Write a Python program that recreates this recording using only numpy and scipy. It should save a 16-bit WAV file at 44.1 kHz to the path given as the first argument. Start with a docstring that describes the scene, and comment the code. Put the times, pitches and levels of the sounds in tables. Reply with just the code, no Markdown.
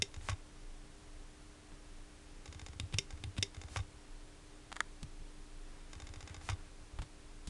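"""Very close to a small homemade pen printer, over steady hiss, deep rumble and faint mains hum.
The carriage ticks along in quick steps, the pen linkage knocks, the carriage clacks against its stop,
then slides back and lands with a rattle. Each contact is a snap plus chatter ringing a resonant body;
the moves rock the base. Between and after the runs: loose plastic clicks and soft bumps.
A faint rustle surrounds the last run."""
import sys
import numpy as np
from scipy import signal
from scipy.fft import rfft, irfft, next_fast_len
from scipy.io import wavfile
from scipy.ndimage import uniform_filter1d, map_coordinates

SR = 44100
rng = np.random.default_rng(int(sys.argv[2]) if len(sys.argv) > 2 else 0)


def transcribe(signal):
    """Save signal, clipped to [-1, 1], as a 16-bit WAV file at the path in sys.argv[1]."""
    frames = np.atleast_2d(signal).T
    limited = np.clip(frames, -1, 1)
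    pcm = np.round(limited * 32767).astype(np.int16)
    wavfile.write(sys.argv[1], SR, pcm)


N = 330309
BLOW_T_S = np.arange(8192) / SR  # time axis of one blow

# carriage hits its stop: (time [s], level [dB])
STOP_HITS = [(0.0208, -19), (2.9847, -19), (3.4257, -19)]
# carriage resonances and dips: (frequency [Hz], width [Hz], lift [dB])
CARRIAGE_MODES = [(267.5, 13, 7), (490, 67, 3.5), (807, 136, 9.5), (1115, 150, 8.5), (1582, 53, 8),
                  (1850, 110, -6), (2107, 170, 5.5), (2610, 430, 4), (3030, 230, 5), (3654, 380, 13),
                  (4230, 200, -5), (4890, 220, 6.5), (5436, 140, 5.5), (5970, 120, -1), (6940, 360, 4.5),
                  (8800, 490, 3)]
# linkage contact spectrum: (frequency [Hz], level [dB])
LINKAGE_TONE = [(100, 13.5), (300, 8.5), (600, -6.5), (1300, -6), (2400, 0.5), (3500, -3.5), (4400, -5.5),
                (6500, -11.5), (8500, -9.5), (10000, -13.5)]


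def amp(db):
    """Decibels to gain."""
    return 10 ** (np.asarray(db) / 20)


def along(points, hz):
    """Interpolate (Hz, value) points on a log frequency axis."""
    f, v = np.transpose(points)
    return np.interp(np.log(hz + 1), np.log(f + 1), v)


def add(track, at_s, sound):
    """Mix a sound into a track at at_s."""
    start = round(at_s * SR)
    sound = sound[max(-start, 0):]
    part = track[max(start, 0):][:len(sound)]
    part += sound[:len(part)]


def wobble(rate_hz):
    """Smooth random curve with knots at rate_hz."""
    knots = rng.standard_normal(int(N * rate_hz / SR) + 4)
    return map_coordinates(knots, [np.arange(N) * rate_hz / SR])


def filtered(x, response):
    """Zero-phase filter with gain response(Hz)."""
    m = next_fast_len(len(x) + len(BLOW_T_S))
    return irfft(rfft(x, m) * response(np.fft.rfftfreq(m, 1 / SR)), m)[:len(x)]


def noise(spectrum, size):
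    """Coloured noise, rms 1."""
    x = filtered(rng.standard_normal(size), lambda hz: amp(along(spectrum, hz)))
    return x / np.sqrt(np.mean(x ** 2) + 1e-20)


def contact(modes, tone, t60_s, treble_db=0, snap=1.0, ring=1, rise_s=0.00034):
    """A snap and dying chatter drive a body; ring scales its mode lifts. Energy: 2 ms at rms 1."""
    n = len(BLOW_T_S)
    hz = np.fft.rfftfreq(n, 1 / SR)
    chatter = rng.standard_normal(n) * amp(-60 * BLOW_T_S / t60_s) * (1 - np.exp(-BLOW_T_S / rise_s))
    chatter[0] = snap * np.linalg.norm(chatter)
    force = rfft(chatter)
    # divided out below, so like blows keep the body's colour
    unevenness = np.sqrt(uniform_filter1d(np.abs(force) ** 2, size=80))
    colour_db = along(tone, hz) + treble_db * along([(1400, 0), (6000, 1)], hz)
    for mode_hz, width_hz, lift_db in modes:
        drive_db = lift_db + rng.normal()  # strike point varies
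        colour_db += ring * drive_db / (1 + (2 * (hz - mode_hz) / width_hz) ** 2)
    # minimum phase: no ringing before the strike
    cepstrum = irfft(np.log(amp(colour_db) / unevenness))
    body = np.exp(rfft(2 * cepstrum[:n // 2], n))
    sound = irfft(force * body)
    return sound / np.linalg.norm(sound) * np.sqrt(0.002 * SR)


def thud(hz, t60_s, rise_s):
    """One damped low mode of base or housing, soft onset, peak near 1."""
    onset = 1 - np.exp(-(BLOW_T_S / rise_s) ** 2)
    swing = np.sin(2 * np.pi * hz * BLOW_T_S) * amp(-60 * BLOW_T_S / t60_s) * onset
    return swing * np.linspace(1, 0, len(BLOW_T_S)) / np.abs(swing).max()


def background():
    """Even hiss, slowly drifting rumble, slightly unsteady mains lines."""
    # hiss spectrum: (frequency [Hz], relative density [dB])
    hiss_tone = [(20, -15), (40, 0.5), (56, 3.5), (85, -4), (130, -5), (200, -9.5), (400, -12),
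                 (620, -14.5), (1200, -17), (2500, -20), (5000, -22.5), (10000, -25), (13000, -28)]
    # rumble spectrum: (frequency [Hz], relative density [dB])
    rumble_tone = [(12, -30), (21, -5.5), (27, 5.5), (34, -11), (45, -30), (80, -30), (200, -75)]
    # mains lines: (frequency [Hz], level [dB])
    hum_lines = [(100, -75.5), (200, -85.5), (300.3, -64.5), (400.3, -70)]
    t = np.arange(N) / SR
    hiss = amp(-58.5) * noise(hiss_tone, N)
    rumble = amp(-54.5 + 1.2 * wobble(rate_hz=3)) * noise(rumble_tone, N)
    hum = sum(amp(db) * np.sin(2 * np.pi * hz * t + 0.13 * wobble(rate_hz=3)) for hz, db in hum_lines)
    return hiss + rumble + hum


def take_ups():
    """Just before each clack the linkage chatters through its play and jolts the base."""
    # linkage contacts: (lead [s], relative level [dB], treble [dB], t60 [s], ring [ratio])
    play = [(0.0595, -25.5, -2, 0.021, 0.7), (0.0505, -22.5, -2.5, 0.033, 0.4),
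            (0.045, -15.5, 0, 0.017, 0.65), (0.0425, -17, -1, 0.02, 0.52)]
    jolt_lead_s = 0.044
    out = np.zeros(N)
    for at_s, db in STOP_HITS:
        for lead_s, contact_db, treble_db, t60_s, ring in play:
            chatter = contact(CARRIAGE_MODES, LINKAGE_TONE, t60_s, treble_db, snap=0.068, ring=ring)
            add(out, at_s - lead_s, amp(db + contact_db) * chatter)
        add(out, at_s - jolt_lead_s, amp(db - 11.5) * thud(hz=93.4, t60_s=0.13, rise_s=0.004))
        add(out, at_s - jolt_lead_s, amp(db - 31) * thud(hz=222, t60_s=0.062, rise_s=0.0045))
    return out


def clacks():
    """The carriage hits its stop, hard and bright, and rebounds once; the housing rings briefly."""
    # contacts, then a faint diffuse tail: (delay [s], relative level [dB], t60 [s], ring [ratio])
    contacts = [(0, -1.5, 0.0052, 0.77), (.001, -2, 0.0056, 0.92), (.0042, -4.5, 0.01, 1.05),
                (.008, -24.5, 0.15, .1)]
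    # clack spectrum: (frequency [Hz], level [dB])
    tone = [(25, -22), (150, 3.5), (450, -6.5), (700, -13), (1250, -22.5), (2100, -0.5), (3300, -2.5),
            (4650, -6), (5500, 4.5), (6300, 0), (7500, -4.5), (9000, -10.5), (10300, -10.5)]
    out = np.zeros(N)
    for at_s, db in STOP_HITS:
        for delay_s, contact_db, t60_s, ring in contacts:
            hit = contact(CARRIAGE_MODES, tone, t60_s, snap=0.14, ring=ring)
            add(out, at_s + delay_s + 0.00055, amp(db + contact_db - 5) * hit)
        add(out, at_s + 0.002, amp(db - 26.5) * thud(hz=396, t60_s=0.16, rise_s=0.0028))
    return out


def steps():
    """Each motor step ticks sharply at its start, softly at its end, and sways the base."""
    # step runs: (first step [s], last step [s], tick level [dB], base sway [dB])
    runs = [(0.1415, 0.2105, -44.5, -40), (2.457, 2.7318, -44.5, -42.5), (3.1057, 3.174, -45, -41),
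            (3.546, 3.6834, -43.5, -40.5), (5.9315, 6.4122, -44.5, -43.5)]
    # tick spectrum: (frequency [Hz], level [dB])
    tone = [(100, -0.5), (500, 3.5), (1000, -2.5), (2000, 5), (3000, -5), (4400, -3), (4900, -1), (6300, 2),
            (7200, 1), (8000, -5), (10000, -10)]
    period_s, length_s, close_db = 0.0687, 0.0212, -4.3
    scatter_db, scatter_s = 1.3, 0.0006
    out = np.zeros(N)
    for first_s, last_s, tick_db, sway_db in runs:
        count = round((last_s - first_s) / period_s) + 1
        for k, (open_dev, close_dev, length_dev, pitch_dev) in enumerate(rng.standard_normal((count, 4))):
            last = k == count - 1  # a run ends on one weak, dull tick
            at_s = first_s + k * period_s
            end_s = at_s + length_s + scatter_s * length_dev
            tick = contact(CARRIAGE_MODES, tone, t60_s=0.022, treble_db=-8 * last, snap=0.25, ring=1.1)
            add(out, at_s + 0.0003, amp(tick_db - 6 * last + scatter_db * open_dev) * tick)
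            if not last:
                tick = contact(CARRIAGE_MODES, tone, t60_s=0.012, treble_db=-1.5, snap=0.084, ring=1.15)
                add(out, end_s, amp(tick_db + close_db + scatter_db * close_dev) * tick)
            sway = thud(hz=78 + 3 * pitch_dev, t60_s=0.21, rise_s=0.003)
            add(out, end_s + 0.006, amp(sway_db - 5 * last) * sway)
    return out


def landings():
    """The carriage hisses along its guide as it speeds up, lands, rattles and rocks the base twice."""
    # carriage landings: (time [s], level [dB])
    arrivals = [(0.2872, -25), (3.761, -26), (6.4894, -26)]
    # contacts per landing: (delay [s], relative level [dB], treble [dB], t60 [s], ring [ratio])
    rattle = [(0, -4, 1, 0.013, .7), (.0055, -12.5, -9, .03, .7), (.0088, -6.5, 14, 0.034, .6),
              (.015, -16.5, 18, .03, .8), (.023, -21.5, 3, .03, 1.2), (.029, -14.5, 6.5, .035, 1.2),
              (.042, -20.5, 15, 0.017, 2.1), (.07, -32.5, -3, 0.02, 1)]
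    # sliding spectrum: (frequency [Hz], relative density [dB])
    slide_tone = [(200, 1), (1000, 4.9), (3500, 3), (7000, 4), (10000, 1)]
    # rattle spectrum: (frequency [Hz], level [dB])
    rattle_tone = [(100, -6.5), (400, -3.5), (750, -1.5), (1200, 1.5), (2300, -1.5), (3300, -12.5),
                   (4300, -16), (6000, -13), (8000, -21), (10000, -23)]
    slide_s = 0.075
    speed = np.linspace(0, 1, int(slide_s * SR))
    out = np.zeros(N)
    for at_s, db in arrivals:
        add(out, at_s - slide_s, amp(-53.5) * speed ** 0.5 * noise(slide_tone, len(speed)))
        for delay_s, contact_db, treble_db, t60_s, ring in rattle:
            hit = contact(CARRIAGE_MODES, rattle_tone, t60_s, treble_db, snap=0.55, ring=ring)
            add(out, at_s + delay_s, amp(db + contact_db - 1) * hit)
        add(out, at_s + 0.0026, amp(-33.5) * thud(hz=91, t60_s=0.12, rise_s=0.0073))
        add(out, at_s + 0.0309, amp(-32) * thud(hz=79.5, t60_s=0.095, rise_s=0.01))
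    return out


def clicks():
    """Loose plastic clicks, from flat taps to a hollow pock that rings on."""
    # plastic contacts: (time [s], level [dB], treble [dB], t60 [s], ring [ratio])
    taps = [(1.719, -53.5, -6, 0.022, 0.1), (4.7181, -41, -6, 0.015, 0.2),
            (4.727, -37.5, 0.5, 0.0072, 0.24), (4.7593, -45, 3, .03, .5), (4.7654, -38, 2.5, 0.0098, 0.57),
            (4.8054, -23, 2.5, 0.0025, 0.97), (5.0302, -41.5, 11, .022, 0), (6.9886, -40, -9, 0.04, 0.08),
            (7.0194, -41, 0, 0.065, 0.07), (7.4733, -40, 15, 0.07, 0.07)]
    # dull ringing of hollow plastic: (time [s], level [dB], t60 [s])
    after_rings = [(4.768, -43.5, 0.032), (4.809, -39, 0.017)]
    # plastic resonances and dips: (frequency [Hz], width [Hz], lift [dB])
    modes = [(1246, 470, 15.5), (1760, 560, 18.5), (2080, 390, 13.5), (2570, 180, -11), (3400, 540, 10),
             (4100, 110, -12), (4700, 520, 5), (5200, 160, -3), (5660, 340, 8), (6100, 200, -7),
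             (6720, 850, 14.5), (8800, 1400, 10)]
    # click spectrum: (frequency [Hz], level [dB])
    tone = [(100, -6), (500, -4), (900, 0.5), (2000, -7.5), (2600, -4.5), (4000, -6), (6000, -14),
            (7500, -12), (9500, -15), (10500, -16)]
    out = np.zeros(N)
    for at_s, db, treble_db, t60_s, ring in taps:
        add(out, at_s, amp(db) * contact(modes, tone, t60_s, treble_db, snap=0.63, ring=ring))
    for at_s, db, t60_s in after_rings:
        add(out, at_s, amp(db) * contact(modes, tone, t60_s, treble_db=-18, snap=0.78, ring=0.9))
    return out


def bumps():
    """Soft bumps swing the low base modes; harder ones favour the upper modes."""
    # bumps on the base: (time [s], level [dB], hardness [dB/octave])
    hits = [(1.72, -57, 7), (5.025, -40.5, 5), (5.201, -50, 0), (6.936, -43.5, -5), (6.989, -34, -3),
            (7.018, -45, 3), (7.474, -38, 2.5)]
    # base modes: (frequency [Hz], relative level [dB], t60 [s])
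    modes = [(54.7, 2, 0.1), (93, -5, 0.164), (139.7, -5.5, 0.1), (233, -13, 0.044)]
    out = np.zeros(N)
    for at_s, db, tilt_db_per_oct in hits:
        for hz, mode_db, t60_s in modes:
            tilt_db = tilt_db_per_oct * np.log2(hz / modes[0][0])
            add(out, at_s, amp(db + mode_db + tilt_db) * thud(hz, t60_s, rise_s=0.004))
    return out


def knocks():
    """Single knocks of the pen linkage rock the base to and fro."""
    # linkage knocks: (time [s], level [dB], treble [dB], t60 [s], base rocking [dB])
    hits = [(2.7986, -31.5, 9, 0.011, -34), (3.2381, -35.5, 3, 0.015, -34.5)]
    rock_back_s = 0.03
    out = np.zeros(N)
    for at_s, db, treble_db, t60_s, rock_db in hits:
        knock = contact(CARRIAGE_MODES, LINKAGE_TONE, t60_s, treble_db, snap=0.061, rise_s=0.0006)
        add(out, at_s, amp(db) * knock)
        add(out, at_s + 0.0028, amp(rock_db - 3) * thud(hz=88, t60_s=0.17, rise_s=0.0056))
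        add(out, at_s + rock_back_s, amp(rock_db) * thud(hz=88.4, t60_s=0.14, rise_s=0.0062))
    return out


def rustle():
    """Faint, uneven rubbing swells and fades around the last run."""
    # rubbing envelope: (time [s], level [dB])
    swell = [(5.4, -82), (5.75, -69), (6.35, -67), (6.6, -70), (6.9, -87)]
    # rubbing spectrum: (frequency [Hz], relative density [dB])
    tone = [(200, -9), (800, -4), (1500, -1.5), (2300, -5), (4000, -15), (10000, -21)]
    level_db = np.interp(np.arange(N) / SR, *np.transpose(swell))
    return amp(level_db + 2.2 * wobble(rate_hz=30)) * noise(tone, N)


def room(x):
    """Small-room reverberation; treble dies first."""
    # room decay: (frequency [Hz], t60 [s])
    decay = [(200, 0.32), (2000, 0.17), (6000, 0.15), (10000, 0.16)]
    predelay_s = 0.0042
    hz, t, spectra = signal.stft(rng.standard_normal(SR // 2), SR, nperseg=256)
    fade = amp(-60 * t / along(decay, hz)[:, None])
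    tail = signal.istft(spectra * fade, SR, nperseg=256)[1]
    tail = np.pad(tail / np.linalg.norm(tail), (round(predelay_s * SR), 0))
    return signal.fftconvolve(x, tail)[:N]


def scene():
    """Mono mix: printer close, loose clicks closer still and nearly dry."""
    printer = steps() + knocks() + take_ups() + clacks() + landings()
    loose = clicks()
    reverb = room(amp(-17.5) * printer + amp(-33) * loose)
    return (printer + loose + bumps() + reverb + background() + rustle())[None]


def record(dry):
    """The microphone rolls off steeply in the top treble."""
    # microphone response: (frequency [Hz], gain [dB])
    response = [(10, 1), (10200, -0.5), (10600, -8), (11000, -17), (11700, -16), (12300, -34)]
    cutoff_hz = 12350
    return filtered(dry[0], lambda hz: amp(along(response, hz)) * (hz < cutoff_hz))[None]


dry = scene()
out = record(dry)
transcribe(out)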